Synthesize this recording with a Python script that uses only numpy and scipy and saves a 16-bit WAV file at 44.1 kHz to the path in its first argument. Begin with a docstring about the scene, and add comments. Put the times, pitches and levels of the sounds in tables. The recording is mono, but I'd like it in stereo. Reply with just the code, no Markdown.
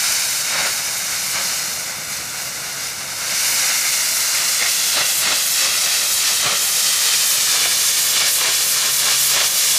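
"""A jet of wet steam vents from the pipe of a small boiler in a yard. Its turbulence radiates broadband noise:
small eddies hiss at the nozzle, large ones roar in the plume, and torn droplets sizzle. Slugs of water make
it sputter; the jet eases for a while, then returns to full strength. As the listener walks closer and clear
of the screening boiler, interference with the ground echo sweeps slowly through the hiss. Walls and trees
scatter the sound, and the boiler rumbles and hums underneath."""
import sys
import numpy as np
from scipy import signal
from scipy.fft import rfft, irfft, next_fast_len
from scipy.io import wavfile
from scipy.ndimage import map_coordinates

SR = 44100
rng = np.random.default_rng(int(sys.argv[2]) if len(sys.argv) > 2 else 0)


def digitize_waveform(pressure):
    """Quantize a signal to 16-bit integers and store it at the path in sys.argv[1].

    Rows of a 2-D input are taken as channels; values are limited to [-1, 1].
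    """
    field = np.atleast_2d(pressure).T
    bounded = np.clip(field, -1, 1)
    quanta = np.round(bounded * 32767).astype(np.int16)
    wavfile.write(sys.argv[1], SR, quanta)


N = 431298

# Strength of the jet: t/s, relative level/dB
JET_LEVEL = [(0.0, -17.5), (0.45, -21), (0.68, -19.5), (0.92, -22.5), (1.45, -20.5), (2.0, -27.5),
             (2.6, -26.5), (3.1, -28.0), (3.3, -21), (3.48, -17.0), (3.85, -18.0), (6.55, -18.5),
             (7.1, -17), (7.9, -17.5), (8.15, -17), (8.95, -18.5), (9.3, -17), (9.78, -17.5)]
# Brief puffs and sags of pressure: t/s, level change/dB
PRESSURE_PUFFS = [(0.12, 0.5), (2.15, 3), (2.4, 1.5), (2.86, 3.5), (7.76, -1), (9.51, -2.5)]
# Surges of the plume as water passes: t/s, rise of the roar/dB, half length/s
WATER_SURGES = [(0.21, 2.5, 0.04), (0.595, 7.5, 0.068), (1.375, 7.5, 0.03), (3.4, 2, 0.13),
                (3.726, 3, 0.032), (4.403, 4, 0.044), (4.643, 7.5, 0.029), (4.992, 9.9, 0.038),
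                (5.286, 12, 0.048), (5.66, 5.2, 0.048), (5.897, 5.5, 0.037), (6.26, 1.5, 0.036),
                (6.493, 11, 0.047), (7.09, 2.5, 0.05), (7.596, 4.5, 0.048), (8.2, 8, 0.045),
                (8.453, 11.5, 0.05), (8.833, 5, 0.059), (9.08, 5.5, 0.056), (9.398, 12, 0.037)]
# Flares of fine spray between surges: t/s, rise of the sizzle/dB
SPRAY_FLARES = [(3.52, 2.5), (3.8, 1), (4.14, 1.5), (4.87, 2), (5.181, 4), (5.49, 3.5), (6.12, 4),
                (6.67, 3.5), (7.3, 3.3), (8.058, 4), (8.36, 4.5), (8.679, 3.5), (8.95, 3.5), (9.25, 3.5),
                (9.56, 2.5)]
# Prominence of the spray near the nozzle: t/s, gain/dB
SPRAY_PROXIMITY = [(7.5, 0), (8.2, 0.5), (9.78, 1.5)]
# Spectral densities of the three jet noises: f/Hz, relative level/dB
HISS_SPECTRUM = [(200, -33), (700, -17), (1400, -8), (2200, -3.5), (3200, -1), (4400, 1.5), (6500, 2),
                 (7900, -1.5), (10000, -5), (15000, -21.5)]
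ROAR_SPECTRUM = [(30, -24), (130, -11), (300, -5.5), (520, -0.5), (900, -0.5), (1400, 1.5), (2200, 0),
                 (3000, -3), (4200, -1.5), (8000, -38), (16000, -43)]
SIZZLE_SPECTRUM = [(3000, -43), (7000, -1), (9600, -0.5), (11500, -0.5), (13000, -1.5), (15300, -5.5)]
# Single slugs spat out: t/s, relative level/dB, centre f/Hz, half length/s, half width/octaves
WATER_SLUGS = [(1.4, -34, 900, .02, 1.3), (3.848, -25.5, 2240, 0.013, 0.44),
               (4.635, -25.5, 1990, 0.028, 0.23), (6.464, -30, 165, 0.007, 0.38),
               (6.469, -20, 1200, .007, 1.9), (7.645, -21, 2350, 0.011, 0.29),
               (7.659, -21.5, 800, 0.0034, 0.87)]
# Screening of the jet by the boiler: t/s, share screened (0-1)
SCREENED_SHARE = [(0, 1), (3.7, 0.98), (4.45, 0.8), (4.8, 0.13), (9.78, 0)]
# Hollow colour of sound diffracted round the boiler: f/Hz, gain/dB
DIFFRACTION_GAIN = [(200, 3), (310, 2.5), (420, -3), (520, 1.5), (700, 0.5), (1080, 1.4), (1500, 2),
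                    (2100, 2), (2650, 0), (3250, -7.5), (3900, -2.5), (4600, -1.5), (5200, -0.5), (5900, 0),
                    (7000, -1.5)]
# Reflection from the dirt yard: f/Hz, gain/dB
GROUND_GAIN = [(100, -6), (330, -12), (700, -14.5), (2200, -10), (4200, -12.5), (6500, -8.5),
               (15000, -13.5)]
# Lag of the ground echo behind the direct sound: t/s, lag/ms
GROUND_LAG = [(0, 1.32), (2.4, 1.4), (3.5, 1.36), (4.1, 1.41), (5.2, 1.49), (7.1, 1.594), (7.8, 1.73),
              (9.78, 1.74)]
# Echoes from the ribbed shed wall, the fence and the trees: delay/s, spread/s, relative level/dB
ECHO_CLUSTERS = [(0.013, .0025, -9.5), (.03, 0.0037, -15.5), (.055, 0.022, -16.5)]
# Course of the boiler noise: t/s, relative rumble level/dB, relative hum level/dB
BOILER_LEVELS = [(0.0, -53, -53), (1.8, -48.5, -56), (3.2, -50, -50.5), (3.8, -53, -61), (7.6, -51, -62),
                 (9.2, -52.5, -47.5), (9.78, -52, -58)]
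# Spectral density of the fire's rumble: f/Hz, relative level/dB
RUMBLE_SPECTRUM = [(15, -39), (35, -35), (62, -1), (110, -2.5), (180, 3), (260, -7), (500, -9.5),
                   (1500, -32)]

FULL_DB = -18  # JET_LEVEL at full strength
HISS_DB, ROAR_DB, SIZZLE_DB = -18, -33.5, -23.5  # base levels at the source
ROAR_FOLLOWS, SIZZLE_FOLLOWS = 0.095, 0.97  # dB per dB of jet strength
PUFF_S, FLARE_S = 0.034, 0.043  # half lengths
FLARE_THINS, FLARE_DULLS = 0.62, 0.42  # dB of lower and of upper hiss lost per dB of flare
LIFT_DB, LIFT_KNEE_DB = 3.0, 3  # most that a surge lifts the lower hiss; surge where this levels off
WET_DULL_DB = 1.5  # upper hiss lost at the wettest
SPRAY_CHOKE = 0.47  # dB of sizzle lost per dB of surge
SPLIT_HZ, HUM_HZ, TOP_HZ = 4270, 135.5, 15300


def steam_jet():
    """Turbulent mixing radiates noise; surges of water darken it and flares of spray brighten it."""
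    strength_db = curves(JET_LEVEL)[0] - FULL_DB + swells(*np.transpose(PRESSURE_PUFFS), PUFF_S)
    surge_db = swells(*np.transpose(WATER_SURGES))
    flare_db = swells(*np.transpose(SPRAY_FLARES), FLARE_S)
    wetness = np.clip(surge_db / 8, 0, 1)
    sputter_db = (1.2 + 2.0 * wetness) * wobble(70) - 0.97 * wetness  # a wetter jet breaks up more
    moisture = np.tanh(wobble(11))  # small changes of wetness trade spray against roar
    flutter = np.tanh(wobble(32))  # swirling air in the path modulates the treble most
    roar = plume_roar(strength_db, surge_db + sputter_db, moisture, flutter)
    hiss = nozzle_hiss(strength_db, surge_db, flare_db, wetness, moisture, flutter)
    sizzle = spray_sizzle(strength_db, surge_db, flare_db, moisture, flutter)
    return roar + hiss + sizzle


def nozzle_hiss(strength_db, surge_db, flare_db, wetness, moisture, flutter):
    """Small eddies radiate high frequencies; water shifts the balance of the lower and upper bands."""
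    noise = turbulence(HISS_SPECTRUM)
    lower = filtered(noise, lambda hz: 1 / (1 + (hz / SPLIT_HZ) ** 4))
    lower_db = LIFT_DB * np.tanh(surge_db / LIFT_KNEE_DB) - FLARE_THINS * flare_db + 0.51 * moisture
    upper_db = -WET_DULL_DB * wetness ** 2 - FLARE_DULLS * flare_db
    hiss = amp(lower_db) * lower + amp(upper_db) * (noise - lower)
    return amp(HISS_DB + strength_db + 0.76 * flutter + 0.58 * wobble(90)) * hiss


def plume_roar(strength_db, water_db, moisture, flutter):
    """Large eddies radiate lower frequencies, amplitude-modulated by the passing water."""
    level_db = ROAR_DB + ROAR_FOLLOWS * strength_db + water_db + 0.83 * moisture + 0.4 * flutter
    return amp(level_db) * turbulence(ROAR_SPECTRUM)


def spray_sizzle(strength_db, surge_db, flare_db, moisture, flutter):
    """Atomisation: torn droplets burst in tiny clumps, giving a grainy treble noise."""
    spray = unit(turbulence(SIZZLE_SPECTRUM) * amp(0.84 * wobble(1500)))
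    level_db = SIZZLE_DB + SIZZLE_FOLLOWS * strength_db - SPRAY_CHOKE * surge_db + flare_db - moisture
    flicker_db = 0.75 * flutter + 0.59 * wobble(75)
    return amp(level_db + curves(SPRAY_PROXIMITY)[0] + flicker_db) * spray


def slug_bursts():
    """Each bursting slug is a noise transient, Gaussian in time and in log frequency."""
    t = np.arange(N) / SR
    out = np.zeros(N)
    for centre_s, db, hz, half_s, octaves in WATER_SLUGS:
        span = abs(t - centre_s) < 4 * half_s + 0.02
        noise = rng.standard_normal(N)[span]
        detuning = np.log2((np.fft.rfftfreq(len(noise), 1 / SR) + 1) / hz) / octaves
        band = irfft(rfft(noise) * np.exp(-detuning ** 2 / 2), len(noise))
        envelope = np.exp(-((t[span] - centre_s) / half_s) ** 2 / 2)
        out[span] += amp(db) * unit(band * envelope) * np.sqrt(np.mean(envelope ** 2))
    return out


def diffraction(x):
    """Sound diffracts round the boiler and is hollow until the listener steps clear."""
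    screened = np.clip(curves(SCREENED_SHARE)[0], 0, 1)
    return (1 - screened) * x + screened * coloured(x, DIFFRACTION_GAIN)


def ground_interference(x):
    """Direct and reflected waves form a comb filter, which slides down as their path difference grows."""
    lag_ms, = curves(GROUND_LAG)
    echo = map_coordinates(coloured(x, GROUND_GAIN), [np.arange(N) - lag_ms * SR / 1000], order=5)
    return amp(-0.91) * (x + echo)


def scattering(x):
    """Diffuse reflection from walls and trees gives duller echoes that change as the listener moves."""
    t = np.arange(SR // 8) / SR
    clusters = sum(amp(db) * unit(np.exp(-((t - delay) / spread) ** 2 / 2))
                   for delay, spread, db in ECHO_CLUSTERS)
    hop = SR // 2
    padded = np.pad(x, (hop, 2 * hop))
    fade = np.sin(np.pi * np.arange(2 * hop) / (2 * hop))
    out = np.zeros(len(padded) + len(t))
    for start in range(0, N + hop, hop):
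        impulse_response = clusters * rng.standard_normal(len(t)) / np.sqrt(len(t))
        echo = signal.fftconvolve(padded[start:start + 2 * hop] * fade, impulse_response)
        out[start:start + len(echo)] += echo
    return coloured(out[hop:hop + N], [(2000, -0.5), (5000, -2), (15000, -3.5)])


def boiler():
    """Combustion noise: the fire rumbles, with a faint hum that wanders in pitch and level."""
    rumble_db, hum_db = curves(BOILER_LEVELS)
    rumble = amp(rumble_db + 3.0 + 1.2 * wobble(12)) * turbulence(RUMBLE_SPECTRUM)
    cycles = np.cumsum(HUM_HZ + 1.52 * wobble(8.6)) / SR
    hum = amp(hum_db + 2.0 + 1.5 * wobble(4)) * np.sin(2 * np.pi * cycles)
    return rumble + hum


def amp(db):
    """Decibels to amplitude ratio."""
    return 10 ** (np.asarray(db) / 20)


def unit(x):
    """Normalisation to rms 1."""
    return x / np.sqrt(np.mean(x ** 2) + 1e-20)


def curves(rows):
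    """Linear interpolation of each column after the time, one value per sample."""
    times, *columns = np.transpose(rows)
    return [np.interp(np.arange(N) / SR, times, column) for column in columns]


def swells(times, heights, half_lengths):
    """Superposed rises, flatter on top and steeper at the sides than a Gaussian."""
    t = np.arange(N) / SR
    out = np.zeros(N)
    for centre_s, height, half_s in np.broadcast(times, heights, half_lengths):
        near = abs(t - centre_s) < 4 * half_s
        out[near] += height * np.exp(-abs((t[near] - centre_s) / half_s) ** 3.4 / 3.4)
    return out


def wobble(rate):
    """Smooth random modulation with rate knots a second."""
    return map_coordinates(rng.standard_normal(int(N * rate / SR) + 4), [np.arange(N) * rate / SR])


def filtered(x, response):
    """Linear filtering: the spectrum of x times a frequency response."""
    size = next_fast_len(N + 8192)
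    return irfft(rfft(x, size) * response(np.fft.rfftfreq(size, 1 / SR)), size)[..., :N]


def coloured(x, spectrum):
    """Filtering by (f/Hz, gain/dB) points joined on a log frequency axis."""
    f, db = np.transpose(spectrum)
    return filtered(x, lambda hz: amp(np.interp(np.log(hz + 1), np.log(f), db)))


def turbulence(spectrum):
    """Random pressure fluctuations of the given spectrum, rms 1."""
    return unit(coloured(rng.standard_normal(N), spectrum))


def scene():
    """Superposition of the jet, its echoes and the boiler at one point, alike in both channels."""
    direct = diffraction(steam_jet() + slug_bursts())
    mono = ground_interference(direct + scattering(direct)) + boiler()
    return np.array([mono, mono])


def record(dry):
    """Band limiting: an ideal low-pass filter removes everything above TOP_HZ."""
    return filtered(dry, lambda hz: hz < TOP_HZ)


dry = scene()
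out = record(dry)
digitize_waveform(out)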